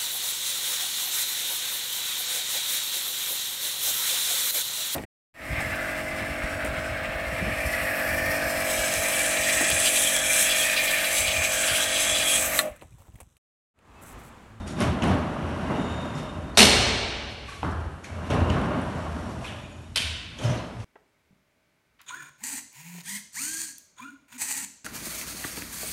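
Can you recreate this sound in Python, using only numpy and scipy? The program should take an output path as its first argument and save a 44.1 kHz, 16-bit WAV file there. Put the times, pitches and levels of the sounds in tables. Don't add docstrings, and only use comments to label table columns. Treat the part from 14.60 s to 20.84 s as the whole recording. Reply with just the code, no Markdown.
import sys
import numpy as np
from scipy import signal
from scipy.fft import rfft, irfft, next_fast_len
from scipy.io import wavfile
from scipy.ndimage import uniform_filter1d, map_coordinates

SR = 44100
rng = np.random.default_rng(int(sys.argv[2]) if len(sys.argv) > 2 else 0)


def invert_db(level):
    return 10 ** (np.asarray(level, dtype=float) / 20)


def unload_wav(signal):
    wavfile.write(
        sys.argv[1],
        SR,
        np.round(np.clip(np.atleast_2d(signal).T, -1, 1) * 32767).astype(np.int16),
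    )


N = 275401
ENVELOPE_STEP = 32

# frequency in Hz, level in dB per Hz.
AIR_SPECTRUM = [(15, -46), (25, -25), (45, -3), (88, 1), (331, -12), (419, -21.5), (725, -25), (2820, -35),
                (4870, -35.5), (9610, -37), (11500, -40.5), (11860, -44), (11960, -85), (22000, -120)]

# time in s, load in dB, tilt in dB from each layer to the next brighter one.
FREE_RUNS = [
    [(0, -46, -4.5), (.16, -44.5, -13.5), (.4, -36.5, -8), (.76, -38.5, -7.5), (1.13, -35.5, -7),
     (1.52, -39.5, -6.5), (1.79, -42.5, -7), (1.94, -44.5, -8.5), (1.97, -46.5, 0)],
    [(3.46, -51, -1.5), (3.62, -41.5, -6.5), (3.69, -41, -5), (3.87, -35, -8), (4.14, -33.5, -9.5),
     (4.3, -37.5, -6.5), (4.8, -43, -8), (5.0, -48, -5.5), (5.34, -59, -6.5)],
]
LAYER_ROLL_DB = [-3.5, 1.5, -3.5, -3]
# peak in s, level
# in dB, tilt in dB per layer, rise in s, fall in s.
HALL_SWELLS = [(0.075, -53.5, 4.5, 0.019, 0.35), (0.214, -29.5, -4.5, 0.05, 0.34), (0.433, -30, -6, 0.023, 0.51),
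               (0.511, -36.5, -11, 0.099, 0.29), (1.108, -41, -11, 0.032, 0.12), (1.205, -49, -20, 0.13, 0.038),
               (1.58, -57.5, 4.5, 0.065, 0.28), (2.72, -61, 3.5, 0.055, 0.11), (2.89, -54.5, 3.5, 0.032, 0.8),
               (3.045, -41, -9, 0.022, 0.28), (3.115, -61.5, 5.5, 0.032, 0.057), (3.205, -61, 2, .02, .06),
               (3.25, -54.5, -7, 0.11, 1.1), (3.448, -55.5, 4, 0.019, 0.15), (3.708, -32, -4, 0.016, 0.096),
               (3.74, -33.5, -6.5, 0.032, 0.35), (3.9, -34.5, -7, 0.017, 0.48), (4.55, -70, 6, 0.99, 3.9),
               (4.7, -70.5, 8.5, .3, 0.46), (4.855, -47.5, 0, 0.083, 0.4), (5.795, -49.5, 0, 0.039, 0.46),
               (5.838, -42.5, 0.5, 0.039, 0.32), (5.9, -37.5, -5, 0.14, 0.52), (6.205, -57.5, 1.5, 0.056, 0.29)]
LAYER_SWELL_DB = [0, 1, 1, 0]
LAYER_FALL_SHARE = [0.67, 0.87, 0.72, 0.49]
# frequency in Hz, level in dB per Hz.
RUMBLE_SPECTRUM = [(76, -35), (130, 3), (247, 3.5), (355, -4), (415, -11), (520, -17.5), (680, -41),
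                   (1140, -120)]
# frequency in Hz, level in dB per Hz.
DRONE_SPECTRUM = [(240, -29), (400, -4.5), (493, -7), (613, 4), (718, -3), (892, -4), (962, -2.5),
                  (1500, -8), (2400, -21.5), (3120, -60.5), (5280, -120)]
# frequency in Hz, level in dB per Hz.
RASP_SPECTRUM = [(1000, -13), (1700, -3.5), (2600, -4.5), (2830, -5), (3170, -6), (4900, -18.5),
                 (6370, -44), (10800, -120)]
# frequency in Hz, level in dB per Hz.
HISS_SPECTRUM = [(2760, -3), (4700, -2.5), (5000, -4.5), (5610, 0), (6380, -4), (9450, -7.5), (10600, -9),
                 (11500, -12.5), (11860, -17.5), (11960, -55), (22000, -120)]

# pitch in Hz, width in Hz.
PANE_MODES = [(61, 10.6), (83, 5.17), (115, 7.35)]
# peak in s, level in dB, fall in s.
BOOM_LOW = [(.01, -40, 0.28), (.36, -41, 0.7), (1.3, -45, 0.74), (2.19, -31.5, 0.65), (2.45, -37.5, 0.64),
            (2.8, -44, .3), (3.26, -32.5, 0.13), (3.82, -28.5, 0.13), (4.0, -33, 0.17), (4.57, -41, 0.3),
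            (5.45, -47, 0.71), (5.9, -47, 0.86)]
# peak in s, level in dB, fall in s.
BOOM_MID = [(.01, -35, 0.15), (.28, -21.5, 0.13), (.52, -21, 0.15), (.85, -30.5, 0.14), (1.02, -34, 0.26),
            (1.319, -33, 0.25), (1.79, -34, 0.12), (2.05, -23.5, 0.078), (2.19, -32, 0.62),
            (3.12, -28.5, 0.2), (3.18, -31.5, 0.19), (3.58, -34.5, 0.34), (3.72, -24.5, 0.084),
            (3.825, -20.5, 0.11), (3.91, -22.5, .08), (3.945, -27, 0.076), (4.15, -36, 0.97),
            (4.5, -37, 0.65), (4.83, -40.5, 0.44), (5.17, -46, 0.63), (5.46, -31, 0.24), (5.86, -41, 0.16),
            (6.19, -35.5, 0.062)]
# peak in s, level in dB, fall in s.
BOOM_TOP = [(.25, -29.5, 0.16), (.69, -38, .2), (1.32, -41, 0.18), (1.51, -36, 0.22), (2.17, -33.5, 0.49),
            (3.13, -35.5, 0.26), (3.727, -22, 0.05), (3.78, -29, .05), (3.89, -33, 0.18), (4.15, -36, 0.27),
            (4.55, -39.5, 0.96), (5.835, -28, .1), (5.853, -22, 0.058), (5.893, -20, 0.097),
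            (5.927, -28.5, 0.059), (6.2, -37.5, 0.77)]
BOOM_RISE_RATIO = [0.81, 0.6, 0.28]
BOOM_BED_DB = [-13, -12.5, -13]

# start in s, peak in dB, ring in Hz, hall in dB, width in Hz.
RATTLES = [(.004, -34, 205, 0, 30), (1.545, -31, 157, 2, 20), (1.9738, -13, 780, -6, 200),
           (1.981, -15, 600, -3, 150), (2.013, -15, 520, -4, 130), (2.02, -14, 720, -6, 170),
           (3.899, -35, 4300, -8, 1500), (5.845, -41, 6300, -8, 300), (.072, -43, 2500, -8, 500),
           (.075, -44, 3800, -10, 250), (.077, -44, 6840, -10, 200), (1.099, -28, 600, -4, 70),
           (1.1, -27, 860, 0, 70), (1.105, -36, 2010, -1, 100), (1.118, -27, 340, -2, 60),
           (1.125, -33, 900, -3, 90), (1.15, -25, 250, -4, 60), (1.183, -29, 250, -6, 60),
           (1.198, -26, 270, -6, 60), (2.883, -37, 1140, -7, 28), (2.892, -36, 1540, -14, 70),
           (2.905, -41, 2300, 0, 120), (2.918, -38, 1120, -12, 35), (2.934, -38, 1550, -16, 80),
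           (3.03, -29, 2850, -18, 1000), (3.441, -38, 2000, -8, 500), (3.446, -42, 1620, -12, 120),
           (3.446, -46, 3750, -10, 200), (3.453, -47, 4300, -10, 200), (3.775, -21, 210, -8, 90),
           (3.817, -19, 240, -8, 90), (4.846, -38, 2450, -4, 260), (5.05, -47, 2480, -2, 100),
           (5.885, -43, 6000, -3, 90), (5.898, -37, 5920, -6, 55), (5.97, -41, 4100, 3, 400)]
# start in s, peak in dB, ring in Hz, body in dB, hall in dB.
KNOCKS = [(0.183, -33, 630, -12, 3), (.44, -17, 680, 0, 4), (1.1, -22, 750, 3, 2.5),
          (1.125, -25, 497, -2, -1), (1.15, -34, 800, 4, -4), (1.19, -29, 400, 0, -2),
          (3.03, -18.5, 885, -11, -5), (3.036, -25, 1200, -5.5, 0.5), (3.047, -28.5, 1510, -4, -1.5),
          (3.068, -29, 1050, 1, -1), (3.079, -24.5, 398, 12, -3), (3.118, -32.5, 1390, -2, 1.5),
          (3.706, -19, 530, -13, 5), (3.746, -16, 806, -8, -7), (3.812, -24, 600, -3, -3),
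          (5.797, -32, 594, -23, 6), (5.845, -30.5, 590, -22, 9)]
KNOCK_DAMPING = 0.46
RATTLE_BODY_DB, RATTLE_HALL_SHARE = -26, .34

# pitch in Hz, width in Hz.
CARRIER_MODES = [(2860, 260), (3670, 110), (7010, 120), (6860, 120), (2220, 70)]
# peak in s, level in dB, rise in s, fall in s.
CARRIER_SWELLS = [
    [(1.152, -46, 0.65, 0.69), (1.28, -51, .05, .1), (1.47, -52, .04, .1), (1.7, -50.5, 0.25, 0.19),
     (3.85, -47, 0.51, 0.54), (4.12, -51, .3, .5), (4.5, -59, 0.63, .8), (5.1, -62, .3, .3)],
    [(.05, -54.5, .15, .1), (.17, -53, .15, .1), (1.3, -53, .3, 1.2), (1.21, -47, .08, .3),
     (1.316, -48, .1, .15), (1.412, -46, .1, .12), (1.51, -49, .03, .05), (1.455, -51, .06, .25),
     (1.57, -47, 0.067, 0.16), (1.682, -53, .06, .15), (1.76, -60.5, 0.07, .2), (1.864, -63, .05, .06),
     (1.92, -53.5, .03, .04), (5.0, -62, .3, .5), (5.26, -61.5, 0.1, 0.1)],
    [(1.205, -58, .04, .6), (1.34, -61, .2, .3), (1.412, -64, .1, .1), (1.455, -65, .06, .2),
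     (1.57, -65, .05, .2), (4.35, -67, .2, .3)],
    [(.085, -53, .01, .08), (.14, -63, .04, .04), (5.02, -65, .06, .2), (5.13, -63, .1, 0.23),
     (5.23, -67, .06, .1)],
    [(3.45, -50, .01, .12), (3.47, -53, .03, .08), (3.495, -53, .04, .15), (3.52, -55, .04, .05)],
]

# start in s, peak in dB, low ring in Hz, top ring in Hz, top ring in dB.
TICKS = [(.078, -36, 4800, 8900, -7), (.204, -28.5, 5240, 9800, -1), (0.21, -30, 3660, 7000, -13),
         (.2175, -32, 5100, 10500, -10), (.2235, -30, 3600, 5950, -4), (0.422, -26, 2870, 6250, -14),
         (0.425, -25, 2780, 5900, -18), (0.434, -28, 2980, 6000, -25), (0.44, -28, 2800, 9100, -8),
         (.4765, -33, 3080, 9600, -12), (2.929, -43, 4100, 6000, -20), (3.7034, -28, 2920, 5750, -13),
         (3.901, -25, 2840, 6440, -20), (3.904, -36, 2900, 6170, -14), (4.0144, -44, 2860, 9470, 4),
         (4.2164, -42, 8300, 9300, 3), (4.2402, -45, 8400, 9200, 4), (5.976, -39, 3870, 6100, -8)]
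# start in s, peak in dB, low ring in Hz, top ring in Hz, top ring in dB.
SCUFFS = [(1.55, -46, 5160, 6970, -10), (2.879, -45, 2420, 6300, -20), (3.44, -37.5, 2230, 6440, -14.5),
          (4.843, -35.5, 2520, 7300, -25.5), (4.862, -37.5, 3440, 7360, -24),
          (4.874, -38.5, 3000, 8200, -20), (4.888, -39.5, 1880, 5500, -24), (4.918, -48, 2880, 5500, -22),
          (5.7863, -36.5, 3250, 6500, -8), (5.8327, -36, 3000, 6200, -5), (5.853, -40, 5200, 6300, -11),
          (6.198, -50, 2540, 5910, -2)]
# start in s, peak in dB, low ring in Hz, top ring in Hz, top ring in dB.
GRAZES = [
    (1.948, -44, 4400, 5600, -13),
    (5.345, -45, 2900, 3680, -4),
]
TICK_HALL_DB, SCUFF_HALL_DB, GRAZE_HALL_DB = -9, 2.5, -19

# start in s, peak in dB, hall in dB, share of the full hall decay (0-1).
CLACKS = [
    (1.972, -4.5, -3, 1),
    (5.358, -16, -7.5, 0.71),
]
# lag in s, level in dB, ring in Hz.
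BOUNCES = [
    [(0, -7, 4200), (.0014, -2, 4300), (.0024, -4, 4400), (.0055, -1, 8020), (.0095, 2.5, 5580),
     (.0145, -2, 3000), (.0175, 1.5, 5820), (.022, 2, 2230), (.025, -2, 5500), (.0295, -3.5, 3270),
     (.0325, 5.5, 2820), (.04, -2.5, 2900), (.046, 3.5, 3000), (.0565, 2, 3160), (.0595, -1, 3600),
     (.067, -4, 4330), (.082, -2, 3300), (.097, -6.5, 4100)],
    [(0, -4, 3550), (.0018, 3, 5200), (.0032, -4, 2300), (.0052, 0, 3750), (.0115, -0.5, 3320),
     (.0128, -6, 4400), (.0165, 0, 4400), (.0192, -5, 3180), (.0222, -4, 3000), (.0255, -12, 2700),
     (.043, -9, 3100), (.062, -9, 2500), (.065, -15, 8500)],
]
# frequency in Hz, level in dB per Hz.
EDGE_SPECTRA = [
    [(71, -39), (120, -3.5), (167, -4.5), (222, 4), (308, -5), (428, 1), (509, -6.5), (571, -0.5),
     (1100, -8), (4410, -4.5), (7000, -11.5), (8650, -11), (12000, -14.5), (15600, -54), (22000, -120)],
    [(94, -41), (160, -14), (238, -3.5), (342, -22), (388, -15.5), (609, -12.5), (667, -11), (784, -18),
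     (1050, -8.5), (1150, -15.5), (1530, -10.5), (1680, -11), (2300, -5.5), (2700, -4), (3500, -4),
     (4600, -8), (6800, -15.5), (9300, -13), (12000, -16.5), (15600, -56), (22000, -120)],
]
# pitch in Hz, width in Hz, level in dB.
GLASS_MODES = [
    [(2260, 120, -1.5), (2840, 180, -9.5), (3660, 45, -12), (4210, 114, 2), (4400, 34, -1), (5260, 33, 14),
     (5350, 46, 19), (5900, 100, 20), (8680, 560, -20.5)],
    [(1510, 85, 0), (2600, 48, 5), (3020, 53, 15), (3180, 25, 10), (3640, 42, 12), (4570, 49, 15),
     (4960, 73, 0), (6390, 60, 5), (7220, 30, 5), (5650, 30, 10), (8500, 40, 17), (9200, 230, -4)],
]
BURST_T60_S, BURST_RING_DB, BURST_WIDTH_HZ, CLACK_BUILD_S = .015, 3, 900, .014

# frequency in Hz, t60 in s.
HALL_T60 = [(150, 1.56), (500, 1.98), (1400, 1.89), (3000, 1.87), (5500, 1.32), (8000, 0.98), (11000, 0.6)]
# frequency in Hz, width in Hz, depth (0-1).
MIC_NOTCHES = [(4870, 220, 0.28), (10500, 250, 0.7)]


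def unit(x):
    return x / np.sqrt(np.mean(x ** 2) + 1e-20)


def along(points, hz):
    f, v = np.transpose(points)
    return np.interp(np.log(hz + 1), np.log(f + 1), v)


def wobble(rate_hz):
    knots = rng.standard_normal(int(N * rate_hz / SR) + 4)
    return map_coordinates(knots, [np.arange(N) * rate_hz / SR])


def filtered(x, response):
    size = next_fast_len(len(x) + 8192)
    return irfft(rfft(x, size) * response(np.fft.rfftfreq(size, 1 / SR)), size)[:len(x)]


def mode(f, hz, width_hz):
    return 1j * f * width_hz / (hz * hz - f * f + 1j * f * width_hz)


def add(into, start_s, x):
    part = into[round(start_s * SR):][:len(x)]
    part += x[:len(part)]


def swell(peak_s, db, rise_s, fall_s):
    t = np.arange(0, N + ENVELOPE_STEP, ENVELOPE_STEP) / SR - peak_s
    distance = np.where(t < 0, -t / max(rise_s, .005), t / max(fall_s, .01))
    return invert_db(np.maximum(db - 20 * distance, -140))


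def swells(rows):
    power = sum(swell(*row) ** 2 for row in rows)
    return np.sqrt(np.interp(np.arange(N) / ENVELOPE_STEP, np.arange(len(power)), power))


def hall(size, decay_share=1, build_s=0.0013):
    hz, t, z = signal.stft(rng.standard_normal(size), SR, nperseg=256)
    patches = uniform_filter1d(rng.standard_normal(z.shape), size=2, axis=0)
    patches = uniform_filter1d(patches, size=14, axis=1)
    decay_db = 60 * t / (decay_share * along(HALL_T60, hz)[:, None])
    tail = signal.istft(z * invert_db(0.62 * unit(patches) - decay_db), SR, nperseg=256)[1][:size]
    tail = tail * (1 - np.exp(-np.arange(size) / SR / build_s))
    return tail / np.linalg.norm(tail)


def air():
    return invert_db(-47.0) * unit(filtered(rng.standard_normal(N), lambda f: invert_db(along(AIR_SPECTRUM, f))))


def loads():
    t, power = np.arange(N) / SR, 0
    layer = np.arange(-1, 3)
    for s, db, tilt_db in map(np.transpose, FREE_RUNS):
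        fade_in = np.clip((t - s[0]) / .012 + 1, 0, 1)
        fade_out = np.clip((s[-1] - t) / .01 + 1, 0, 1)
        level_db = np.interp(t, s, db) + layer[:, None] * np.interp(t, s, tilt_db) + np.c_[LAYER_ROLL_DB]
        power = power + (fade_in * fade_out * invert_db(level_db)) ** 2
    tails = []
    for k, lift_db, share in zip(layer, LAYER_SWELL_DB, LAYER_FALL_SHARE):
        rows = [(s, db + k * tilt_db + lift_db, rise_s, fall_s * share)
                for s, db, tilt_db, rise_s, fall_s in HALL_SWELLS]
        tails.append(swells(rows))
    return np.sqrt(power + np.square(tails))


def rough(bumps_hz, share, spread_db):
    struck = rng.random(N) < bumps_hz / SR
    bumps = struck * invert_db(spread_db * rng.standard_normal(N)) * np.sign(rng.standard_normal(N))
    smear = rng.standard_normal(3000) * invert_db(-60 * np.arange(3000) / SR / 0.09)
    return unit(rng.standard_normal(N)) + share * unit(signal.fftconvolve(bumps, smear)[:N])


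def rollers(load):
    shared_wobble, out = wobble(17), 0
    forces = rough(90, 0.5, 1.7), rough(150, 0.65, 1.6), rough(130, 0.55, 1.5), rough(200, 0.7, 2.5)
    spectra = RUMBLE_SPECTRUM, DRONE_SPECTRUM, RASP_SPECTRUM, HISS_SPECTRUM
    for gain, force, spectrum in zip(load, forces, spectra):
        layer = unit(filtered(force, lambda f: invert_db(along(spectrum, f))))
        out = out + gain * invert_db(0.17 * shared_wobble + 0.11 * wobble(13)) * layer
    return out


def bending(rumble):
    gains = []
    for rows, ratio, bed_db in zip((BOOM_LOW, BOOM_MID, BOOM_TOP), BOOM_RISE_RATIO, BOOM_BED_DB):
        boom = swells([(s, db, ratio * fall_s, fall_s) for s, db, fall_s in rows])
        gains.append(np.hypot(boom, invert_db(bed_db) * rumble))
    return gains


def panes(rumble):
    out = 0
    for gain, (hz, width_hz) in zip(bending(rumble), PANE_MODES):
        pitch_hz = hz + width_hz * 0.391 * wobble(12)
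        ring = np.sqrt(2) * np.sin(2 * np.pi * np.cumsum(pitch_hz) / SR)
        shake = unit(filtered(rng.standard_normal(N), lambda f: mode(f, hz, 6.6 * width_hz) ** 2))
        out = out + gain * invert_db(-3.0 + 0.27 * wobble(2.4)) * (ring + 0.76 * shake)
    return out


def contact(into, start_s, db, hall_db, parts, blow_t60_s, hall_share, sharp=1):
    t = np.arange(3000) / SR
    onset = 1 - (1 - sharp) * np.exp(-t / .003)
    scratch = .35 * rng.standard_normal(len(t)) * invert_db(-60 * t / blow_t60_s) * onset
    hit = filtered(scratch + 2.5 * sharp * (t == 0), parts)
    hit = invert_db(db) * hit / np.abs(hit).max()
    tail = filtered(hall(round(.7 * hall_share * SR), hall_share), parts)
    add(into, start_s, hit)
    add(into, start_s, invert_db(hall_db) * np.linalg.norm(hit) * tail / np.linalg.norm(tail))


def knocks():
    out = np.zeros(N)
    blows = [(s, db, hz, KNOCK_DAMPING * hz, body_db, hall_db, .7) for s, db, hz, body_db, hall_db in KNOCKS]
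    blows += [(s, db, hz, width_hz, RATTLE_BODY_DB, hall_db, RATTLE_HALL_SHARE)
              for s, db, hz, hall_db, width_hz in RATTLES]
    for s, db, hz, width_hz, body_db, hall_db, hall_share in blows:
        seat_hz = max(1250, hz)
        edge_hz = 1.5 * seat_hz
        seat = lambda f: mode(f, seat_hz, seat_hz) ** 3 + 2.14 / (1 + 1j * f / 900) ** 4
        rubber = lambda f: (edge_hz ** 2 / (edge_hz ** 2 - f * f + 1j * f * edge_hz)) ** 2
        struck = lambda f: mode(f, hz, width_hz) + invert_db(body_db) * mode(f, 280, 730)
        parts = lambda f: struck(f) * seat(f) * rubber(f)
        contact(out, s, db, hall_db + 7.5, parts, 0.014, hall_share)
    return out


def carrier():
    flutter, out = invert_db(-2.5 + 1.2 * wobble(90) + .7 * wobble(25)), 0
    for gain, (hz, width_hz) in zip(map(swells, CARRIER_SWELLS), CARRIER_MODES):
        tone = np.sin(2 * np.pi * np.cumsum(hz + .45 * width_hz * wobble(110)) / SR)
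        grain = unit(filtered(rng.standard_normal(N), lambda f: mode(f, hz, 1.4 * width_hz) ** 2))
        out = out + gain * flutter * (tone + .7 * grain)
    return out


def ticks():
    out = np.zeros(N)
    rows = [row + (TICK_HALL_DB, 1) for row in TICKS]
    rows += [row + (SCUFF_HALL_DB, 0) for row in SCUFFS]
    rows += [row + (GRAZE_HALL_DB, 0) for row in GRAZES]
    for s, db, low_hz, top_hz, top_db, hall_db, sharp in rows:
        low = lambda f: mode(f, low_hz, 440) ** 2 + 0.14 * mode(f, 3100, 2450) ** 2
        top = lambda f: mode(f, top_hz, 1202) ** 2 + 0.11 * mode(f, 7750, 6000)
        parts = lambda f: low(f) + invert_db(top_db) * top(f)
        contact(out, s, db + 3.5, hall_db, parts, 0.012 if sharp else .04, 0.66, sharp)
    return out


def causal(spectrum):
    gain = invert_db(along(spectrum, np.fft.rfftfreq(2048, 1 / SR)))
    cepstrum = irfft(np.log(gain + 1e-6))
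    fold = np.r_[1, np.full(1023, 2), 1, np.zeros(1023)]
    h = irfft(np.exp(rfft(cepstrum * fold)))
    return h / np.linalg.norm(h)


def chatter(bounces):
    blow, t = np.zeros(6000), np.arange(1000) / SR
    for lag_s, db, ring_hz in bounces:
        burst = invert_db(-60 * t / BURST_T60_S) * (1 - np.exp(-t / 0.00017)) * rng.standard_normal(len(t))
        burst = filtered(burst, lambda f: 1 + invert_db(BURST_RING_DB) * mode(f, ring_hz, BURST_WIDTH_HZ))
        add(blow, lag_s, invert_db(db) * burst / np.linalg.norm(burst))
    return blow


def clacks():
    out = np.zeros(N)
    for clack, spectrum, bounces, glass in zip(CLACKS, EDGE_SPECTRA, BOUNCES, GLASS_MODES):
        s, db, hall_db, decay_share = clack
        blow = chatter(bounces)
        ring = lambda f: 1 + sum(invert_db(0.14 * ring_db - 3.0) * mode(f, hz, width_hz)
                                 for hz, width_hz, ring_db in glass)
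        colour = filtered(causal(spectrum), ring)
        tail = hall(SR * 2, decay_share, CLACK_BUILD_S)
        add(out, s, invert_db(db + 12.5) * signal.fftconvolve(blow, colour))
        add(out, s, invert_db(db + hall_db + 28.0) * signal.fftconvolve(tail, colour))
    return out


def scene():
    load = loads()
    return (air() + rollers(load) + panes(load[0]) + knocks() + carrier() + ticks() + clacks())[None]


def low_pass(x):
    return signal.sosfilt(signal.butter(12, 13240, fs=SR, output="sos"), x)


def record(dry):
    notches = lambda f: np.prod([1 - depth * mode(f, hz, width_hz) for hz, width_hz, depth in MIC_NOTCHES], axis=0)
    x = filtered(dry[0], notches)
    x = x / (1 + np.abs(x / .84) ** 5) ** (1 / 5)
    x = filtered(x, lambda f: invert_db(-np.clip(f - 11850, 0, None) * 0.042))
    return low_pass(x[None])


dry = scene()
out = record(dry)
unload_wav(out)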